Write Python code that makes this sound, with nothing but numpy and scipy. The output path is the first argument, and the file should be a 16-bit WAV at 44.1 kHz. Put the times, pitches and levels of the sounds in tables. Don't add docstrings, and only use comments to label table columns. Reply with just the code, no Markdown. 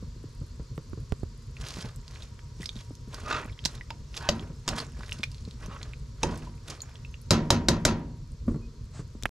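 import sys
import numpy as np
from scipy import signal
from scipy.fft import rfft, irfft, next_fast_len
from scipy.io import wavfile

SR = 44100
rng = np.random.default_rng(int(sys.argv[2]) if len(sys.argv) > 2 else 0)


def master(y):
    cut = np.clip(np.atleast_2d(y).T, -1, 1)
    pcm = np.round(cut * 32767)
    wavfile.write(sys.argv[1], SR, pcm.astype(np.int16))


N = 413216
TIME = np.arange(N) / SR
SIDES = np.array([[1], [-1]])


def undb(db):
    return 10 ** (np.asarray(db) / 20)


def unit(x):
    return x / np.sqrt(np.mean(x ** 2))


def peak(x):
    return x / np.abs(x).max()


def at_hz(points, hz):
    f, value = np.transpose(points)
    return np.interp(np.log(np.maximum(hz, 1)), np.log(f), value)


def over_time(points):
    return np.interp(TIME, *np.transpose(points))


def fade(t, t60):
    return np.exp(-np.log(1000) * t / max(t60, 1e-4))


def swell(s, hold_s, rise_db_s, fall_db_s):
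    before = np.maximum(s - TIME, 0)
    after = np.maximum(TIME - s - hold_s, 0)
    return undb(-abs(rise_db_s) * before - abs(fall_db_s) * after) + 1e-18


def noise(points, size):
    fast = next_fast_len(size, real=True)
    hz = np.fft.rfftfreq(fast, 1 / SR)
    phases = np.exp(2j * np.pi * rng.random(len(hz)))
    return unit(irfft(phases * undb(at_hz(points, hz)), fast)[:size])


def whistle(hz, width_hz):
    far = 4 * width_hz
    return noise([(hz - far, -80), (hz - width_hz, -12), (hz, 0), (hz + width_hz, -12), (hz + far, -80)], N)


def modes(table, t, detune=0.0066, onset_s=0.00013):
    ring = 0
    for hz, db, t60 in table:
        pitch = hz * (1 + detune * rng.standard_normal())
        tone = np.sin(2 * np.pi * pitch * t + 2 * np.pi * rng.random())
        ring = ring + undb(db) * fade(t, t60) * tone
    return ring * (1 - np.exp(-t / onset_s))


def lowpass(x, order, hz):
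    return signal.sosfilt(signal.butter(order, hz, fs=SR, output="sos"), x)


def smooth(x, seconds):
    k = 1 / (seconds * SR)
    return signal.lfilter([k], [1, k - 1], x)


def add(out, s, x, pan_db=0):
    i = int(s * SR)
    x = x[..., :N - i]
    out[:, i:i + x.shape[-1]] += undb(SIDES * pan_db / 2) * x


def background(rumble_db=-41, hiss_db=-59.5, rumble_side=0.061, hiss_side=0.56, waver_db=2.5, width_hz=20):
    # f/Hz, relative level/dB
    rumble_color = [(20, -19.5), (32, 2), (52, 6.5), (75, 2), (135, 2.5), (190, -17), (235, -9.5),
                    (290, -25.5), (450, -27), (650, -37), (1200, -104)]
    hiss_color = [(300, 15), (450, 21), (780, 0.5), (1000, 14), (1500, 8), (2200, 4.5), (3000, 4),
                  (4500, 9), (7800, 4), (8200, -5), (12000, -10.5), (15000, -23)]
    # t/s, level/dB
    sway = [(0, 0.5), (1.6, -1), (2.2, -1.5), (4.2, -1), (6.3, 1), (6.8, -3), (7.6, 3), (9.3, 2.5)]
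    # t/s, place (0 above the pot to 1 beside it)
    place = [(0, 0), (1.55, 0), (2.0, 0.67), (4.6, 0.8), (5.5, 0.67), (6.3, 0.14), (7.1, 0.83), (8.2, 0.33)]
    # f/Hz, level above the pot/dB, level beside it/dB
    air_modes = [(951, -76, -68.5), (4280, -73, -78), (4720, -75.5, -88), (4880, -76, -88),
                 (5200, -98, -64), (5620, -79.5, -72.5), (6350, -83, -75), (6850, -83, -88)]
    waver = undb(waver_db * noise([(1, -9.0), (8, 14), (25, -9.0), (100, -120)], N))
    rumble = noise(rumble_color, N) + rumble_side * SIDES * noise(rumble_color, N)
    rumble = undb(rumble_db + over_time(sway)) * waver * rumble
    hiss = undb(hiss_db) * (noise(hiss_color, N) + hiss_side * SIDES * noise(hiss_color, N))
    aside = np.clip(over_time(place), 0, 1)
    air = 0
    for hz, above_db, beside_db in air_modes:
        air = air + undb(above_db + aside * (beside_db - above_db)) * whistle(hz, width_hz)
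    return rumble + hiss + air


def sizzle(ticks_per_s=45, spread_db=4.5, level_db=-78, t60=0.004):
    t = TIME[:256]
    sizes_db = spread_db * np.minimum(rng.exponential(size=(2, N)), 3.5)
    bursts = (rng.random((2, N)) < ticks_per_s / SR) * undb(sizes_db)
    tick = noise([(3000, -9), (7000, 1.5), (10500, -3), (13000, -7), (15500, -30)], len(t)) * fade(t, t60)
    both_sides = bursts + 0.6 * bursts[::-1]
    return undb(level_db) * unit(signal.oaconvolve(both_sides, tick[None], axes=1)[:, :N])


def thud(hz, t60, sharp, rattle_db=-13.0, rattle_t60=0.1):
    sink_s = 0.0013
    t = TIME[:SR // 3]
    cycles = hz * (t + sharp * sink_s * (1 - np.exp(-t / sink_s)))
    tone = peak(np.sin(2 * np.pi * cycles) * fade(t, t60) * (1 - np.exp(-t / 0.0023)))
    case = noise([(100, -36.5), (230, 12.0), (450, 12.5), (760, -15.0), (1050, -2), (1600, -14.5),
                  (2500, -25.5), (9000, -43)], len(t))
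    case = case * fade(t, rattle_t60 * t60 / 0.067) * (1 - np.exp(-t / 0.00042))
    return tone + undb(rattle_db) * case


def handling(click_rise_s=0.00026, squeak_width_hz=60):
    # t/s, f/Hz, tone peak level/dB
    soft_thuds = [(0.026, 172, -32), (0.162, 215, -41), (0.24, 266, -36.5), (0.414, 138, -31),
                  (.596, 135, -30.5), (0.778, 134, -26.5), (0.931, 174, -34.5), (0.975, 112, -30.5),
                  (2.6, 170, -32), (2.758, 208, -34.5), (2.907, 256, -35), (3.075, 183, -36),
                  (4.501, 132, -28), (4.99, 200, -37.5), (5.196, 206, -34.5), (5.476, 176, -32.5),
                  (5.682, 173, -31), (8.511, 236, -29), (8.53, 330, -39), (8.544, 140, -21),
                  (8.559, 160, -24.5), (8.994, 136.6, -25), (9.151, 216, -33.5)]
    # f/Hz, tone peak level/dB, t60/s
    bump_modes = [(236.5, -15, 0.07), (230, -31.5, 0.74), (312, -30.5, 0.22), (93, -25.5, 0.099),
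                  (548, -33, 0.033)]
    # t/s, click peak level/dB, click f/Hz, click t60/s,
    # thump level/dB, left minus right level/dB
    button_clicks = [(0.7783, -33.5, 820, 0.0076, -56, -12), (0.932, -43, 855, 0.0091, -31, -13.5),
                     (1.122, -29, 3400, 0.0027, -50, -2), (1.1223, -30.5, 830, 0.0087, -18.5, -11),
                     (1.2323, -35, 885, 0.0049, -25.5, -9), (9.225, -25, 4900, 0.0054, -48, 0.5),
                     (9.2345, -22, 4500, 0.0045, -35, 12), (9.2554, -11, 1670, 0.019, -21.5, -4)]
    thud_cycles, thud_sharp = 9.2, 1.44
    thump_hz, thump_t60, thump_sharp = 69.7, 0.031, 6.1
    bump_s, edge_db_s = 8.480, 599
    out, t = np.zeros((2, N)), TIME[:SR // 3]
    for s, hz, db in soft_thuds:
        add(out, s, undb(db) * thud(hz, thud_cycles / hz, thud_sharp))
    add(out, bump_s, sum(undb(db) * thud(hz, t60, 0) for hz, db, t60 in bump_modes))
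    for s, db, hz, t60, thump_db, pan_db in button_clicks:
        click = noise([(hz / 10, -14), (hz / 3, -9), (hz * 0.35, -1), (hz * 1.44, 0), (hz * 3, -22),
                       (hz * 10, -36)], len(t))
        click = peak(click * fade(t, t60) * np.minimum(t / click_rise_s, 1))
        thump = thud(thump_hz, thump_t60, thump_sharp)
        add(out, s, undb(db) * click + undb(thump_db) * thump, pan_db)
    settle = undb(-27.5) * swell(bump_s + 0.0051, 0.038, edge_db_s, 265)
    settle = settle * noise([(40, 8), (100, 11), (350, 1.0), (500, -23.5), (1000, -32), (3000, -45),
                             (8000, -41), (15000, -73)], N)
    squeak = undb(-64) * swell(8.625, 0.033, edge_db_s, edge_db_s) * whistle(2500, squeak_width_hz)
    rub = undb(-51) * swell(8.95, 0.056, edge_db_s, edge_db_s)
    rub = rub * noise([(100, -10), (400, -3.5), (1400, -3.5), (3000, -11.5), (8000, -9), (15000, -55)], N)
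    return out + settle + squeak + rub


def bubble(hz, cycles, rise=0.1):
    age = TIME[:int(cycles / hz * SR) + 8] * hz / cycles
    return np.sin(2 * np.pi * cycles * (age + rise * age ** 2 / 2)) * fade(age, 1)


def flops(cycles=9, splat_db=-9, splat_t60=0.04):
    # t/s, f/Hz, gulp level/dB
    lumps = [(1.769, 320, -34.5), (1.785, 170, -29.5), (1.846, 215, -30), (3.453, 230, -31.5),
             (4.316, 330, -29), (4.362, 340, -32), (4.425, 400, -37)]
    out, t = np.zeros((2, N)), TIME[:SR // 8]
    for s, hz, db in lumps:
        splat = noise([(200, -7), (450, 3), (1100, -0.5), (2000, -7), (4000, -13.5), (9000, -36)], len(t))
        splat = splat * fade(t, splat_t60) * np.minimum(t / 0.002, 1)
        add(out, s, undb(db) * bubble(hz, cycles))
        add(out, s, undb(db + splat_db) * splat)
    return out


def snaps(t60=0.0086, rise_s=0.00021):
    # t/s, peak level/dB, centre f/Hz, left minus right level/dB
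    films = [(1.6855, -29.5, 6300, -2), (1.7404, -33.5, 3150, -1), (1.77, -32.5, 1410, 0),
             (1.7865, -33, 6300, -2), (2.6299, -34, 8000, -2), (2.6575, -24, 4700, -4),
             (3.1438, -28, 4570, -1), (3.4605, -43, 9500, 0), (3.9049, -22.5, 2200, -1),
             (5.0933, -30.5, 3060, 0), (5.112, -36.5, 8050, 0), (5.2325, -18.5, 3220, -2),
             (5.2378, -21.5, 4280, -2), (6.3755, -34, 9000, -1), (7.216, -42.5, 11600, 0)]
    out, t = np.zeros((2, N)), TIME[:1024]
    for s, db, hz, pan_db in films:
        click = noise([(hz / 5, -30), (hz * 0.9, -2), (hz, 0), (hz * 0.97, -3), (hz * 3, -32)], len(t))
        add(out, s, undb(db) * peak(click * fade(t, t60) * np.minimum(t / rise_s, 1)), pan_db)
    return out


def plips(snap_db=-12, snap_t60=0.015, level_db=3, open_cycles=0.22):
    # t/s, f/Hz, level before level_db/dB, cycles until 60 dB down,
    # left minus right level/dB
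    clear_bubbles = [(1.568, 2560, -33, 19, 0), (1.612, 1150, -40.5, 8, 0), (1.641, 2600, -28.5, 7.4, 2),
                     (1.667, 2910, -34, 10, 2), (1.961, 7800, -37.5, 33, -2), (2.080, 4200, -31, 7.2, -3),
                     (2.159, 2140, -35, 8.8, -3), (2.392, 1840, -38, 7.1, -3), (2.223, 3670, -34.5, 28, 0),
                     (2.609, 2640, -29.5, 4.4, -2), (2.79, 3270, -39.5, 17, -4), (3.436, 1850, -39, 22, -1),
                     (3.641, 3660, -34.5, 24, -4), (2.631, 1940, -34, 34, -1), (2.6595, 5030, -26, 56, -3),
                     (2.692, 3560, -23.5, 29, -2), (2.765, 3680, -39.5, 32, -7), (2.953, 6100, -39, 24, -2),
                     (3.591, 3120, -34, 24, -2), (3.6518, 4470, -17, 8.3, -18), (3.8106, 1940, -33, 36, -1),
                     (4.143, 3060, -27.5, 4.3, -3), (4.176, 4200, -17, 5, -2),
                     (4.3953, 3230, -31, 19, -0.5), (4.689, 4600, -8, 3, -2), (4.802, 4380, -26, 56, -2),
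                     (5.008, 1040, -29, 6.1, -1), (5.034, 1580, -29, 8.5, -1), (5.1212, 2800, -21.5, 28, 0),
                     (5.128, 5350, -23.5, 11, -2), (5.2361, 2360, -20, 56, 1), (5.3167, 4900, -35, 14, 2),
                     (5.3457, 4180, -37.5, 17, 2), (5.382, 4120, -40.5, 20, 1),
                     (5.4513, 4160, -37.5, 30, 0), (5.5105, 4050, -34.5, 15, 0),
                     (5.6296, 1610, -43.5, 7, -1), (5.661, 6100, -35, 27, -2), (5.8155, 2220, -33, 8, 1),
                     (5.830, 4020, -25, 14, 0.5), (5.935, 2460, -33.5, 20, 0),
                     (6.233, 2600, -24.5, 54, -0.5), (6.341, 1500, -41.5, 29, -0.5),
                     (6.422, 2800, -43, 20, -1), (6.805, 4220, -31, 33, 2), (6.8187, 6820, -30, 170, -0.5),
                     (6.956, 3240, -35.5, 14, 0), (7.049, 2620, -39.5, 91, -1),
                     (7.142, 2710, -34, 30, -1.5)]
    out, t = np.zeros((2, N)), TIME[:1024]
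    for s, hz, db, cycles, pan_db in clear_bubbles:
        ring = bubble(hz, cycles)
        opening = 1 - np.exp(-TIME[:len(ring)] * hz / open_cycles)
        add(out, s, undb(db + level_db) * ring * opening, pan_db)
        snap = noise([(hz / 3, -24), (hz * 0.67, 0), (hz * 1.8, -2), (hz * 2, -11), (hz * 4, -36)], len(t))
        snap = snap * fade(t, snap_t60) * np.minimum(t * hz / open_cycles, 1)
        add(out, s, undb(db + snap_db) * snap, pan_db)
    return out


def froth(points, per_s, cycles, spread_db, count=22):
    out = np.zeros((2, N))
    for hz in np.geomspace(points[0][0], min(points[-1][0], 10500), count):
        ring = bubble(hz, cycles)
        ring = ring * undb(at_hz(points, hz)) / np.linalg.norm(ring)
        when, size, side = rng.random((int(per_s * N / SR / count), 3)).T
        size = undb(-spread_db * np.log(np.maximum(size, .02))) * np.sign(side - .5)
        lean = 0.14 * (np.abs(2 * side - 1) - .5)
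        starts = (when * (N - len(ring))).astype(int)
        places = starts[:, None] + np.arange(len(ring))
        for channel, gain in enumerate((1 + lean, 1 - lean)):
            out[channel] += np.bincount(places.ravel(), np.outer(size * gain, ring).ravel(), N)
    return unit(out)


def clumps(depth_db):
    return unit(undb(depth_db * noise([(5, -28.5), (15, 9.5), (60, 8.5), (150, -33.5), (500, -120)], N)))


def drag(slips_per_s=2600):
    # t/s, held for/s, judder level/dB, judder f/Hz, grit level/dB
    strokes = [(3.284, 0.1, -33, 1224, -57.5), (3.305, 0.054, -45.5, 1290, -37.5),
               (4.225, 0.055, -42.5, 942, -54), (4.235, 0.049, -46, 1527, -54),
               (4.71, 0.077, -44.5, 959, -52), (5.71, 0.033, -44.5, 1130, -56.5),
               (6.28, 0.056, -47, 982, -56)]
    # multiple of the judder pitch, level/dB, t60/s
    spoon_modes = [(.483, -14.5, 0.12), (.8, -1, 0.025), (0.999, 0, 0.074), (1.1, -2.5, 0.053),
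                   (1.183, -7, 0.1), (1.58, -9.5, .025), (2.178, -10, .025)]
    # f/Hz, relative level/dB
    grit_color = [(500, -10), (1200, -0.5), (2600, 5), (3900, 3), (5200, -6.5), (7400, -13), (8500, -24),
                  (15000, -47.5)]
    rise_db_s, fall_db_s = 650.5, 302
    out, t = 0, TIME[:SR // 20]
    for s, hold, db, hz, grit_db in strokes:
        slips = (rng.random(N) < slips_per_s / SR) * rng.standard_normal(N)
        spoon = modes([(hz * k, mode_db, t60) for k, mode_db, t60 in spoon_modes], TIME[:SR // 8])
        judder = unit(signal.oaconvolve(slips, spoon)[:N])
        grit = unit(signal.oaconvolve(slips, noise(grit_color, len(t)) * fade(t, 0.034))[:N])
        stroke = undb(db) * judder + undb(grit_db) * grit
        out = out + stroke * swell(s, hold, rise_db_s, fall_db_s)
    return out * clumps(depth_db=2.5)


def slosh(gurgle_db=-1, idle_db=-76, after_db=-17, settle_s=0.2, soften_hz=11000):
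    # t/s, held for/s, gurgle level before gurgle_db/dB, spray level/dB
    presses = [(1.60, 0.082, -51.5, -52), (1.675, 0.054, -52.5, -48), (1.78, 0.034, -48, -46.5),
               (1.865, 0.0051, -51.5, -58.5), (2.11, 0.14, -58, -56.5), (2.621, 0.01, -55.5, -47),
               (2.768, 0.034, -57.5, -52.5), (3.139, 0.0027, -45.5, -49.5), (3.181, 0.13, -54.5, -55),
               (3.294, 0.11, -37.5, -53.5), (3.65, 0.1, -51.5, -54.5), (4.171, 0.0026, -45.5, -42.5),
               (4.21, 0.23, -52, -63), (4.695, 0.038, -43, -52.5), (4.782, 0.0088, -37.5, -40),
               (4.98, 0.22, -55, -55), (5.32, 0.21, -75, -62.5), (5.63, 0.0039, -45, -53),
               (5.731, 0.031, -49.5, -59.5), (5.82, 0.064, -54, -64.5), (6.228, 0.097, -47.5, -56),
               (6.355, 0.012, -61.5, -55), (6.43, 0.0079, -51.5, -59), (6.701, 0.0037, -40.5, -42),
               (6.84, 0.12, -59, -79)]
    # f/Hz, relative level/dB
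    gurgle_color = [(250, 0), (500, 7.5), (750, -2), (1250, 9.5), (1900, 4), (3000, -0.5)]
    spray_color = [(2000, 2.5), (3800, 12.5), (6500, 12), (8500, 3.5), (12000, 7.5), (15000, -22)]
    rise_db_s, gurgle_fall_db_s, spray_fall_db_s = 443, 196.5, 280
    flow = sum(undb(db) * swell(s, hold, rise_db_s, gurgle_fall_db_s) for s, hold, db, _ in presses)
    squirt = sum(undb(db) * swell(s, hold, rise_db_s, spray_fall_db_s) for s, hold, _, db in presses)
    gurgle = froth(gurgle_color, per_s=5000, cycles=14, spread_db=3) * flow
    gurgle = gurgle * undb(gurgle_db) * clumps(depth_db=2.5)
    spray = froth(spray_color, per_s=7000, cycles=14.0, spread_db=4.5) * squirt * clumps(depth_db=4.0)
    after = froth([(1700, -2), (3500, 0), (6500, -4), (10000, -10)], per_s=60, cycles=30, spread_db=3)
    after = after * smooth(flow, settle_s) * undb(after_db)
    idle = froth([(5000, -7.0), (8000, 3.0), (11000, -12.0)], per_s=25, cycles=48, spread_db=3.5, count=12)
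    return lowpass(gurgle + spray + after + drag(), 2, soften_hz) + undb(idle_db) * idle


def in_pot(x):
    # t/s, gain
    echoes = [(.0012, 0.051), (.0023, -0.082), (.0047, .2), (.0066, 0.092)]
    return x + sum(gain * np.roll(x, int(s * SR), axis=1) for s, gain in echoes)


def dense_ring(t, rim, dull_db=14):
    # f/Hz, relative level/dB
    ring_color = [(35, 12), (90, 15), (180, 11), (320, 8), (450, -0.5), (620, 0.5), (950, -3), (1500, -5.5),
                  (2800, -9.5), (4000, -7), (6800, -6.5), (8300, -14.5), (12000, -17), (15000, -40)]
    # f/Hz, t60/s
    ring_t60 = [(100, 0.57), (260, 0.72), (700, 0.51), (1840, 0.41), (4850, 0.22), (12000, 0.072)]
    hz = np.fft.rfftfreq(len(t), 1 / SR)
    dulling = undb(-dull_db * (1.0 - rim) * np.clip(hz / 4000, 0, 1))
    spectrum = rfft(noise(ring_color, len(t))) * dulling
    out = 0
    for centre in np.geomspace(31.25, 16000, 10):
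        share = np.clip(1 - np.abs(np.log2((hz + 1) / centre)), 0, 1)
        out = out + irfft(spectrum * share, len(t)) * fade(t, at_hz(ring_t60, centre))
    return out


def rattle(t, count=7):
    # f/Hz, level/dB, t60/s
    bounce_modes = [(1116, -5.5, .03), (1338, 1, 0.033), (2670, 0, 0.011), (4100, -3, 0.014),
                    (4680, -10, 0.03), (6210, -6, 0.014)]
    first_s, gap_s, loss_db = 0.03, .0085, 2.2
    out = np.zeros(len(t))
    jitter, sizes = rng.random((count, 2)).T
    for k, s in enumerate(first_s + gap_s * (np.arange(count) + jitter - .5)):
        i = max(int(s * SR), 0)
        bounce = modes(bounce_modes, TIME[:SR // 20])
        out[i:i + len(bounce)] += undb(-loss_db * k) * (.5 + sizes[k]) * bounce
    return out


def bloom(t, detune=0.0093):
    age = t / 0.045
    hz = 225.1 * (1 + detune * rng.standard_normal())
    return (age * np.exp(1 - age)) ** 2 * np.sin(2 * np.pi * (hz * t + rng.random()))


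def knocks(contact_s=0.0029, crack_t60=0.019, crack_db=-2.0, hardness=1.02, rim_db=-2, ring_db=1.5,
           ring_side=0.45, boom_db=4.0, swell_s=0.00096, local_t60=0.067, local_width=0.1,
           wall_modes_db=-6, rattle_db=-6):
    # t/s, crack level/dB, wall ring level/dB, rim contact (0 to 1),
    # left minus right level/dB, local knock f/Hz, local knock level/dB, crack pitch ratio
    blows = [(3.6560, -12.5, -54, 0.96, 1, 4140, -25, 0.96), (3.9043, -27, -49.5, 0, -0.5, 912, -26, 0.7),
             (4.2892, -8, -30.5, 0.6, 2.5, 591, -14, 0.74), (4.678, -13.5, -33.5, 0.3, 1.5, 970, -22, 0.9),
             (6.2312, -12.5, -27, 0.1, 1, 895, -11.5, 0.96), (6.2342, -29, -35, 0, 4, 470, -13, 0.7),
             (6.469, -55, -51.5, 0, 0.5, 986, -32, 1.0), (7.3069, -6.5, -19.5, 1, 2, 4100, -13.5, 1.0),
             (7.5042, -6, -20.5, 0.9, 2.5, 930, -13, 1.0), (7.685, -4, -20.5, 0.8, 2.5, 650, -16.5, 1.0),
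             (7.851, -2, -19, 1, 2.5, 630, -10.5, 1.0)]
    # f/Hz before the pitch ratio, relative level/dB
    crack_color = [(150, 10.5), (400, -5.5), (900, 2.5), (1500, 1), (2100, -2), (3100, -6.5), (3950, 8.5),
                   (4530, -1.5), (5200, 2.5), (7100, 1.5), (8200, -5), (10300, -11.5), (12300, -28),
                   (15000, -46.5)]
    # f/Hz, relative level/dB, t60/s
    rim_modes = [(2900, 5, 0.0049), (3840, 2.5, 0.031), (4480, -11, 0.01), (4710, 5.5, 0.011),
                 (5170, -8.5, 0.02), (5630, 3.5, 0.0078), (6120, -18.5, 0.023), (7120, 1.5, 0.0066),
                 (7360, -2.5, 0.029), (11900, -15, 0.024)]
    # f/Hz, relative level/dB, t60/s
    pot_modes = [(98.9, -1, 0.32), (153.6, 1.5, 1.0), (171.6, -1, 0.93), (237.6, -4.5, 0.93),
                 (273.4, 0.5, 0.26), (368.6, 0, 0.32), (512, -7.5, 0.28), (550, -9.5, 0.53),
                 (562, 6.5, 0.084), (704, -6, 0.24), (790, -19.5, 0.3), (944, -8, 0.61),
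                 (1174, -24.5, 0.23)]
    # f/Hz, relative level/dB, t60/s
    wall_modes = [(341, -3.5, 0.38), (457, -8.5, 0.6), (605, -8, 0.28), (988, -8, 0.44),
                  (1027, -10.5, 0.47), (1236, -11, .23), (1396, -16, 0.18), (1630, -19.5, .2),
                  (1875, -13, 0.31), (2400, -17.5, 0.16), (3120, -11, 0.2), (3860, -10.5, 0.18),
                  (4320, -15.5, 0.14), (4900, -7, 0.13), (6350, -18, 0.17), (6900, -13.5, .13)]
    boom_growth = 1.21
    bloom_db, crack_top_hz = -3, 12300
    out, t = np.zeros((2, N)), TIME[:SR]
    highpass = signal.butter(2, 1000, "high", fs=SR, output="sos")
    for s, hit_db, wall_db, rim, pan_db, hz, local_db, pitch in blows:
        chatter = noise([(f * pitch, db) for f, db in crack_color], SR)
        chatter = chatter * np.minimum(t / 0.0002, 1) * fade(np.maximum(t - contact_s, 0), crack_t60)
        chatter = np.tanh(hardness * peak(chatter)) / np.tanh(hardness)
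        chatter = lowpass(chatter, 4, crack_top_hz)
        rim_ring = rim * peak(modes(rim_modes, t, detune=0.0017))
        crack = undb(crack_db) * chatter + undb(rim_db) * rim_ring
        local = modes([(hz, 0, local_t60), (hz * (1 + local_width), -4, local_t60 / 2),
                       (hz * (1 - local_width), -4, local_t60 / 2)], t) / 2
        spread = signal.sosfilt(highpass, dense_ring(t, rim))
        ring = dense_ring(t, rim) + ring_side * SIDES * spread
        boom = undb(boom_growth * wall_db + boom_db) * modes(pot_modes, t) / 2
        wall = undb(wall_modes_db) * modes(wall_modes, t, detune=0.0043)
        wall = wall + undb(rattle_db) * rim * rattle(t) + undb(bloom_db) * bloom(t)
        body = undb(wall_db + ring_db) * ring + boom + undb(wall_db) * wall
        body = body * (1 - np.exp(-t / swell_s))
        add(out, s, undb(hit_db) * crack + undb(local_db) * local + body, pan_db)
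    return out


def room(x, wet_db=-11, t60=0.11):
    t = TIME[:SR // 2]
    color = [(100, -28.5), (500, 5), (1500, 3.0), (6000, 10.0), (14000, 8.0)]
    tails = np.array([noise(color, len(t)) for _ in range(2)]) * fade(t, t60) * (t > .003)
    return x + undb(wet_db) * signal.oaconvolve(x, tails / np.linalg.norm(tails[0]), axes=1)[:, :N]


def ports(x):
    # f/Hz, left ahead of right/rad
    phase_lead = [(0, 0), (260, -.12), (600, -.35), (1200, -.55), (3100, -.85), (4650, -.55), (7700, .2),
                  (16000, .8)]
    # f/Hz, left minus right level/dB
    balance = [(60, -3), (200, -2.5), (380, -3), (700, -2.5), (1290, -2), (2380, -2), (4400, -3),
               (8120, -0.5), (15000, 2)]
    hz = np.fft.rfftfreq(N, 1 / SR)
    left = undb(at_hz(balance, hz) / 2) * np.exp(.5j * np.interp(hz, *np.transpose(phase_lead)))
    return irfft(rfft(x) * np.array([left, 1 / left]), N)


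def scene():
    liquid = in_pot(plips() + snaps() + flops() + slosh())
    pot = ports(room(knocks() + liquid + sizzle()))
    return pot + handling() + background()


def record(dry, knee_db=-25, release_s=1.0):
    stop_s, top_hz = 9.293, 15100
    power = smooth(np.mean(dry ** 2, axis=0), release_s)
    ducked = dry / np.sqrt(1 + power / undb(knee_db) ** 2)
    top_cut = signal.ellip(8, .2, 70, top_hz, fs=SR, output="sos")
    return signal.sosfilt(top_cut, ducked * (TIME < stop_s))


dry = scene()
out = record(dry)
master(out)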